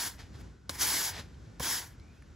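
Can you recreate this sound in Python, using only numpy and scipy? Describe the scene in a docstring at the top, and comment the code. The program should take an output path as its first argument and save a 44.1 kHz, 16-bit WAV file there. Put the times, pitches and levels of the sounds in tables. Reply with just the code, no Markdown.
"""On a concrete driveway a stiff push broom sweeps soil: the end of one stroke, then two whole ones.
Bristle friction is dense random impulses shaped by a spectrum, with short rings of single bristles.
Each landing is a noise slap, decaying modes of the head and a low thud; flung soil is sparser impulses.
Shoes scuff, pebbles tick as brief damped modes, and distant traffic is shaped noise with a far whir
and a whistle. Two close microphone ports hear it, with a faint answer from the surroundings."""
import sys
import numpy as np
from scipy import signal
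from scipy.fft import rfft, irfft, next_fast_len
from scipy.io import wavfile
from scipy.ndimage import uniform_filter1d, map_coordinates

SR = 44100
rng = np.random.default_rng(int(sys.argv[2]) if len(sys.argv) > 2 else 0)


def inscribe(sig):
    """Save sig as 16-bit PCM at rate SR to the path in sys.argv[1].

    A 1-D sig is mono; a 2-D sig holds one channel per row.
    Samples are clipped to [-1, 1] before scaling.
    """
    pcm = np.round(np.clip(np.atleast_2d(sig).T, -1, 1) * 32767)
    wavfile.write(sys.argv[1], SR, pcm.astype(np.int16))


N = 103811

# Push of the broom, one list per stroke: time_s, level_db
PUSH_STROKES = [
    [(0, -33.5), (.03, -36.5), (.076, -38), (.115, -51.5), (.17, -63.5), (.2, -90)],
    [(.695, -47.5), (.708, -45), (.725, -51), (.757, -45), (.778, -49.5), (.81, -31), (.83, -28),
     (.864, -33.5), (.9, -30.5), (1.0, -33.5), (1.074, -34), (1.1, -37.5), (1.13, -55), (1.22, -67),
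     (1.25, -90)],
    [(1.597, -42.5), (1.612, -43), (1.632, -35), (1.68, -34), (1.718, -32.5), (1.792, -37), (1.805, -43.5),
     (1.87, -55.5), (1.96, -75)],
]
# Spectrum of bristles on concrete: frequency_hz, relative_level_db_per_hz
BRISTLE_SPECTRUM = [(88, -37.5), (150, -16), (189, -10.5), (303, -5), (369, -11), (487, -8.5), (520, -15.5),
                    (644, -10.5), (734, -8.5), (938, -3), (1260, -9.5), (1610, -2), (2200, -5), (2590, -12),
                    (3250, -3.5), (4160, -5), (4820, -2.5), (5680, 0), (7500, -7), (9750, -30.5),
                    (16500, -120)]
# Spectrum of fine sand: frequency_hz, relative_level_db_per_hz
SAND_SPECTRUM = [(3000, -37.5), (4500, -29), (6500, -8.5), (8200, 0), (9600, 1), (11000, 0), (12200, 0),
                 (13800, -5.5), (15700, -6)]
# Likeness of left and right for broom, soil and shoes: frequency_hz, correlation (no unit)
BROOM_ALIKE = [(100, 0.92), (900, 0.97), (1350, 0.66), (1900, 1), (5500, 0.83), (7300, 1), (9500, 0.94),
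               (15000, 1)]
# Spectrum of the street: frequency_hz, relative_level_db_per_hz
STREET_SPECTRUM = [(15, -40), (28, -28.5), (40, -12), (62, -3.5), (100, -7), (160, -13.5), (330, -21.5),
                   (650, -31), (1000, -34), (1800, -36.5), (2700, -42), (6000, -43), (8000, -48.5),
                   (11000, -59), (13000, -62.5), (15500, -72)]
# Likeness of left and right for the street: frequency_hz, correlation (no unit)
STREET_ALIKE = [(60, 1), (130, 0.9), (300, 0.74), (640, 0.1), (1400, 0.47), (3000, 0.92), (12000, 0.75)]
# A far, airy whistle rises: time_s, pitch_hz, level_db
WHISTLE_PATH = [(1.941, 2000, -90), (2.0, 2150, -73.5), (2.06, 2350, -73.5), (2.17, 2560, -74),
                (2.3, 2960, -89.5)]
# Flung soil lands: peak_s, rise_s, t60_s, level_db
SOIL_SHOWERS = [(.203, .014, 0.21, -49.5), (1.199, 0.061, .12, -42.5), (1.84, 0.027, 0.16, -55.5)]
# Spectrum of soil and soles: frequency_hz, relative_level_db_per_hz
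SOIL_SPECTRUM = [(150, -21.5), (400, -2.5), (850, 0.5), (1150, -3.5), (1800, 2), (2700, -3), (3500, -2.5),
                 (5200, -3), (7500, -12), (11000, -15.5), (15500, -27.5)]
# Pebbles tick: start_s, level_db, pitch_hz
PEBBLE_TICKS = [(.261, -56, 3500), (.371, -59, 4170), (1.343, -54.5, 3100), (1.998, -52, 4100),
                (2.223, -48, 1750), (2.2231, -59, 8500)]
# Modes of a pebble: multiple_of_pitch (no unit), level_db
PEBBLE_MODES = [(.8, -5), (1, 0), (1.24, -3), (2.7, -13.5)]
# Shoe scuffs: peak_s, rise_s, t60_s, sole_db, sand_db
SHOE_SCUFFS = [(.357, 0.016, 0.13, -59, -88), (.416, .018, .03, -59.5, -66), (2.16, 0.047, 0.77, -70, -84)]
# The head lands: start_s, slap_db, knock_delay_s, knock_db, knock_pitch_ratio (no unit), thud_db
HEAD_LANDINGS = [(0.6936, -23, 0.0022, -33, 1.05, -42), (1.5972, -33.5, .006, -28, .94, -39)]
# Spectrum of the slap: frequency_hz, relative_level_db_per_hz
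SLAP_SPECTRUM = [(200, -9), (600, 3), (950, 6), (1700, 0), (2500, -1.5), (4500, 2.5), (7000, -1.5),
                 (11000, -7.5), (15500, -14)]
# Modes of the broom head before the pitch ratio: frequency_hz, level_db, t60_s
HEAD_MODES = [(165, -2.5, .035), (258, -3, .03), (540, 0, .025), (820, -3.5, .025), (1000, -1.5, .025),
              (2390, -14, 0.034)]
# Phase between the ports: frequency_hz, left_lead_rad
PORT_PHASE = [(20, 0), (2700, 0), (5000, -.6), (6300, -.6), (7000, 0), (8050, .2), (8300, 3.1), (8900, 3.3),
              (10000, 4.8), (10900, 6.2), (11500, 6.4), (13400, 9.3), (14000, 9.8), (15500, 12.5)]

LOUD_DB = -33  # level of a full push
# Each band: level at a full push, and growth in dB per dB of push
BODY_DB, BODY_GROWS = -7.5, 0.8  # low rasp
RASP_DB, RASP_GROWS = -3, 1.11  # high rasp
SIZZLE_DB, SIZZLE_GROWS = -1, 1.07  # sand
SPLIT_HZ = 2760  # between low and high rasp
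FLICKS_PER_S, FLICK_SPREAD_DB, CHATTER_DB = 24000, 4, 0.62
TWANG_PER_S, TWANG_HZ, TWANG_OCTAVES = 300, 7310, 1.5  # rate, middle pitch, whole pitch range
TWANG_CYCLES, TWANG_DB = 110, -10.5  # decay constant of the ring; level at a full push
PATCHY_DB = 1.46  # spread of the random gain patches in the scrape's colour
STREET_DB, STREET_SWELL_DB = -51, -2.5
WHIR_HZ, WHIR_WIDTH_HZ, WHIR_DB = 1470, 260, -75
WHISTLE_WIDTH_HZ = 260
SETTLE_DB, SETTLE_T60_S = -15.5, 0.53  # rolling crumbs, relative to their shower
PEBBLE_RISE_S, PEBBLE_T60_S = 0.00022, 0.013
SLAP_RISE_S, SLAP_T60_S = 0.0011, 0.026
THUD_HZ, THUD_PEAK_S, THUD_RISE_S, THUD_T60_S = 69, .024, .01, .13  # peak counts from the landing
YARD_DB, YARD_START_S, YARD_RISE_S, YARD_T60_S = -24, .008, 0.00504, 0.16
LEFT_DB = .2  # the left gains this, the right loses it
LOW_CUT_HZ, TOP_HZ = 36, 15750


def amp(db):
    """Level law: decibels to amplitude ratio."""
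    return 10 ** (np.asarray(db) / 20)


def unit(x):
    """Normalization: scale to rms 1."""
    return x / np.sqrt(np.mean(x ** 2) + 1e-20)


def clock():
    """Sampling: the time of each sample in seconds."""
    return np.arange(N) / SR


def along(points, hz):
    """Interpolation of (frequency, value) points on a logarithmic frequency axis."""
    f, v = np.transpose(points)
    return np.interp(np.log(hz + 1), np.log(f + 1), v)


def wobble(rate):
    """Random modulation: a smooth curve through Gaussian knots, rate of them a second."""
    knots = rng.standard_normal(int(N * rate / SR) + 4)
    return map_coordinates(knots, [clock() * rate])


def filtered(x, response):
    """Linear filtering: the signal's spectrum times a frequency response."""
    m = next_fast_len(N + SR // 2)
    return irfft(rfft(x, m) * response(np.fft.rfftfreq(m, 1 / SR)), m)[..., :N]


def stereo(pair, spectrum, alike):
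    """Partial correlation: two unrelated signals mix into a coloured left and right of rms 1."""
    def mid_side(hz):
        turn = np.arccos(np.clip(along(alike, hz), -1, 1)) / 2
        return amp(along(spectrum, hz)) * [np.cos(turn), np.sin(turn)]

    mid, side = filtered(pair, mid_side)
    return unit(np.array([mid + side, mid - side]))


def grit(spectrum, per_s, spread_db):
    """Granular contact: random impulses of uneven size and sign, filtered to a spectrum."""
    hit = rng.random((2, N)) < per_s / SR
    size_db = spread_db * np.clip(rng.standard_normal((2, N)), -3, 2.5)
    sign = rng.choice([-1, 1], (2, N))
    return stereo(hit * amp(size_db) * sign, spectrum, BROOM_ALIKE)


def strike(s, rise, t60):
    """Impact envelope: a fast rise from s, then exponential decay."""
    t = np.maximum(clock() - s, 0)
    return (1 - np.exp(-t / rise)) * amp(-60 * t / t60)


def swell(s, rise, t60):
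    """Gathering envelope: a Gaussian rise to a peak at s, then exponential decay."""
    t = clock() - s
    gather = np.exp(-(np.minimum(t, 0) / rise) ** 2 / 2)
    return gather * amp(-60 * np.maximum(t, 0) / t60)


def patchy(x):
    """Time-frequency modulation: random gain patches, some hundred Hz by some hundredths of a second."""
    z = signal.stft(x, nperseg=512)[2]
    field = rng.standard_normal(z.shape[1:])
    field = uniform_filter1d(field, size=6, axis=0)
    field = uniform_filter1d(field, size=8, axis=1)
    return unit(signal.istft(z * amp(PATCHY_DB * unit(field)), nperseg=512)[1][:, :N])


def twangs():
    """Free vibration: single bristles spring loose and ring briefly, each at its own pitch."""
    count = int(TWANG_PER_S * N / SR)
    when, pitch, size = rng.random((count, 3)).T[:, :, None]
    hz = TWANG_HZ * 2 ** (TWANG_OCTAVES * (pitch - .5))
    t = np.arange(SR // 20) / SR
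    rings = size ** 2 * np.sin(2 * np.pi * hz * t) * np.exp(-hz * t / TWANG_CYCLES)
    places = (when * N).astype(int) + np.arange(len(t))
    return unit(np.bincount(places.ravel(), rings.ravel(), minlength=N)[:N])


def bristles():
    """Friction: bristles drag grit over concrete; a harder push is louder and brighter."""
    push = sum(amp(np.interp(clock(), *np.transpose(rows), left=-140, right=-140))
               for rows in PUSH_STROKES)
    push = push / amp(LOUD_DB) * amp(CHATTER_DB * wobble(90))
    rasp = patchy(grit(BRISTLE_SPECTRUM, FLICKS_PER_S, FLICK_SPREAD_DB))
    low = filtered(rasp, lambda hz: 1 / (1 + (hz / SPLIT_HZ) ** 4))
    sand = patchy(grit(SAND_SPECTRUM, FLICKS_PER_S, FLICK_SPREAD_DB))
    body = amp(BODY_DB) * push ** BODY_GROWS * unit(low)
    high = push ** RASP_GROWS * (amp(RASP_DB) * unit(rasp - low) + amp(TWANG_DB) * twangs())
    sizzle = amp(SIZZLE_DB) * push ** SIZZLE_GROWS * sand
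    return amp(LOUD_DB) * (body + high + sizzle)


def narrow(hz, width_hz):
    """Narrow-band noise: random modulation of two quadrature carriers, rms 1 around hz."""
    turn = 2 * np.pi * np.cumsum(hz * np.ones(N)) / SR
    return unit(wobble(width_hz) * np.cos(turn) + wobble(width_hz) * np.sin(turn))


def street():
    """Broadband noise of distant traffic, with narrow-band noise for a steady whir and rising whistle."""
    noise = stereo(rng.standard_normal((2, N)), STREET_SPECTRUM, STREET_ALIKE)
    rumble = amp(STREET_DB + STREET_SWELL_DB * wobble(6.87)) * noise
    whir = amp(WHIR_DB) * narrow(WHIR_HZ, WHIR_WIDTH_HZ)
    s, hz, db = np.transpose(WHISTLE_PATH)
    level = amp(np.interp(clock(), s, db, left=-140, right=-140))
    whistle = level * narrow(np.interp(clock(), s, hz), WHISTLE_WIDTH_HZ)
    return rumble + whir + whistle


def soil():
    """Many small impacts: soil thrown ahead patters onto the heap, and sparser crumbs roll on."""
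    fall = sum(amp(db) * swell(s, rise, t60) for s, rise, t60, db in SOIL_SHOWERS)
    roll = sum(amp(db + SETTLE_DB) * swell(s, rise, SETTLE_T60_S) for s, rise, _, db in SOIL_SHOWERS)
    patter = grit(SOIL_SPECTRUM, per_s=13000, spread_db=4.5)
    crumbs = grit(SOIL_SPECTRUM, per_s=2200, spread_db=6)
    return fall * patter + roll * crumbs


def pebbles():
    """Impact on a stiff body: stray pebbles tick on the slab as heavily damped modes."""
    out = np.zeros(N)
    for s, db, hz in PEBBLE_TICKS:
        ring = sum(amp(mode_db) * np.sin(2 * np.pi * k * hz * (clock() - s))
                   for k, mode_db in PEBBLE_MODES if k * hz < TOP_HZ)
        out += amp(db) * strike(s, PEBBLE_RISE_S, PEBBLE_T60_S) * ring
    return out


def shoes():
    """Sliding friction: soles scuff on the sandy concrete."""
    sole = grit(SOIL_SPECTRUM, FLICKS_PER_S, FLICK_SPREAD_DB)
    sand = grit(SAND_SPECTRUM, FLICKS_PER_S, FLICK_SPREAD_DB)
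    return sum(swell(s, rise, t60) * (amp(sole_db) * sole + amp(sand_db) * sand)
               for s, rise, t60, sole_db, sand_db in SHOE_SCUFFS)


def landings():
    """Impact and resonance: bristle tips slap, head modes knock, and the springy bristles give a thud."""
    out = np.zeros((2, N))
    tips = stereo(rng.choice([-1., 1.], (2, N)), SLAP_SPECTRUM, BROOM_ALIKE)
    for s, slap_db, delay, knock_db, ratio, thud_db in HEAD_LANDINGS:
        t = clock() - s - delay
        slap = strike(s, SLAP_RISE_S, SLAP_T60_S) * tips
        knock = sum(amp(db) * strike(s + delay, .0005, t60) * np.sin(2 * np.pi * ratio * hz * t)
                    for hz, db, t60 in HEAD_MODES)
        # the broom rocks on its bristles, deepest a moment after landing
        thud = swell(s + THUD_PEAK_S, THUD_RISE_S, THUD_T60_S) * np.sin(2 * np.pi * THUD_HZ * t)
        out += amp(slap_db) * slap + amp(knock_db) * knock + amp(thud_db) * thud
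    return out


def yard(x):
    """Diffuse reflection: a decaying noise response for the house and the parked cars."""
    tail = rng.standard_normal((2, N)) * strike(YARD_START_S, YARD_RISE_S, YARD_T60_S)
    return signal.fftconvolve(x, tail / np.linalg.norm(tail[0]), axes=1)[:, :N]


def scene():
    """Superposition: all sources add, and the treble reaches the two ports out of step."""
    near = bristles() + soil() + pebbles() + shoes() + landings()
    half_turns = np.array([[.5j], [-.5j]])  # half the phase lead to each port
    ports = filtered(near + street(), lambda hz: np.exp(half_turns * along(PORT_PHASE, hz)))
    return (ports + amp(YARD_DB) * yard(near)) * amp([[LEFT_DB], [-LEFT_DB]])


def record(dry):
    """Band limiting: a steep low cut against deep rumble and a sharp upper edge."""
    def band(hz):
        low_cut = (hz / LOW_CUT_HZ) ** 4 / np.sqrt(1 + (hz / LOW_CUT_HZ) ** 8)
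        return low_cut * (.5 - .5 * np.tanh((hz - TOP_HZ) / 60))

    return filtered(dry, band)


dry = scene()
out = record(dry)
inscribe(out)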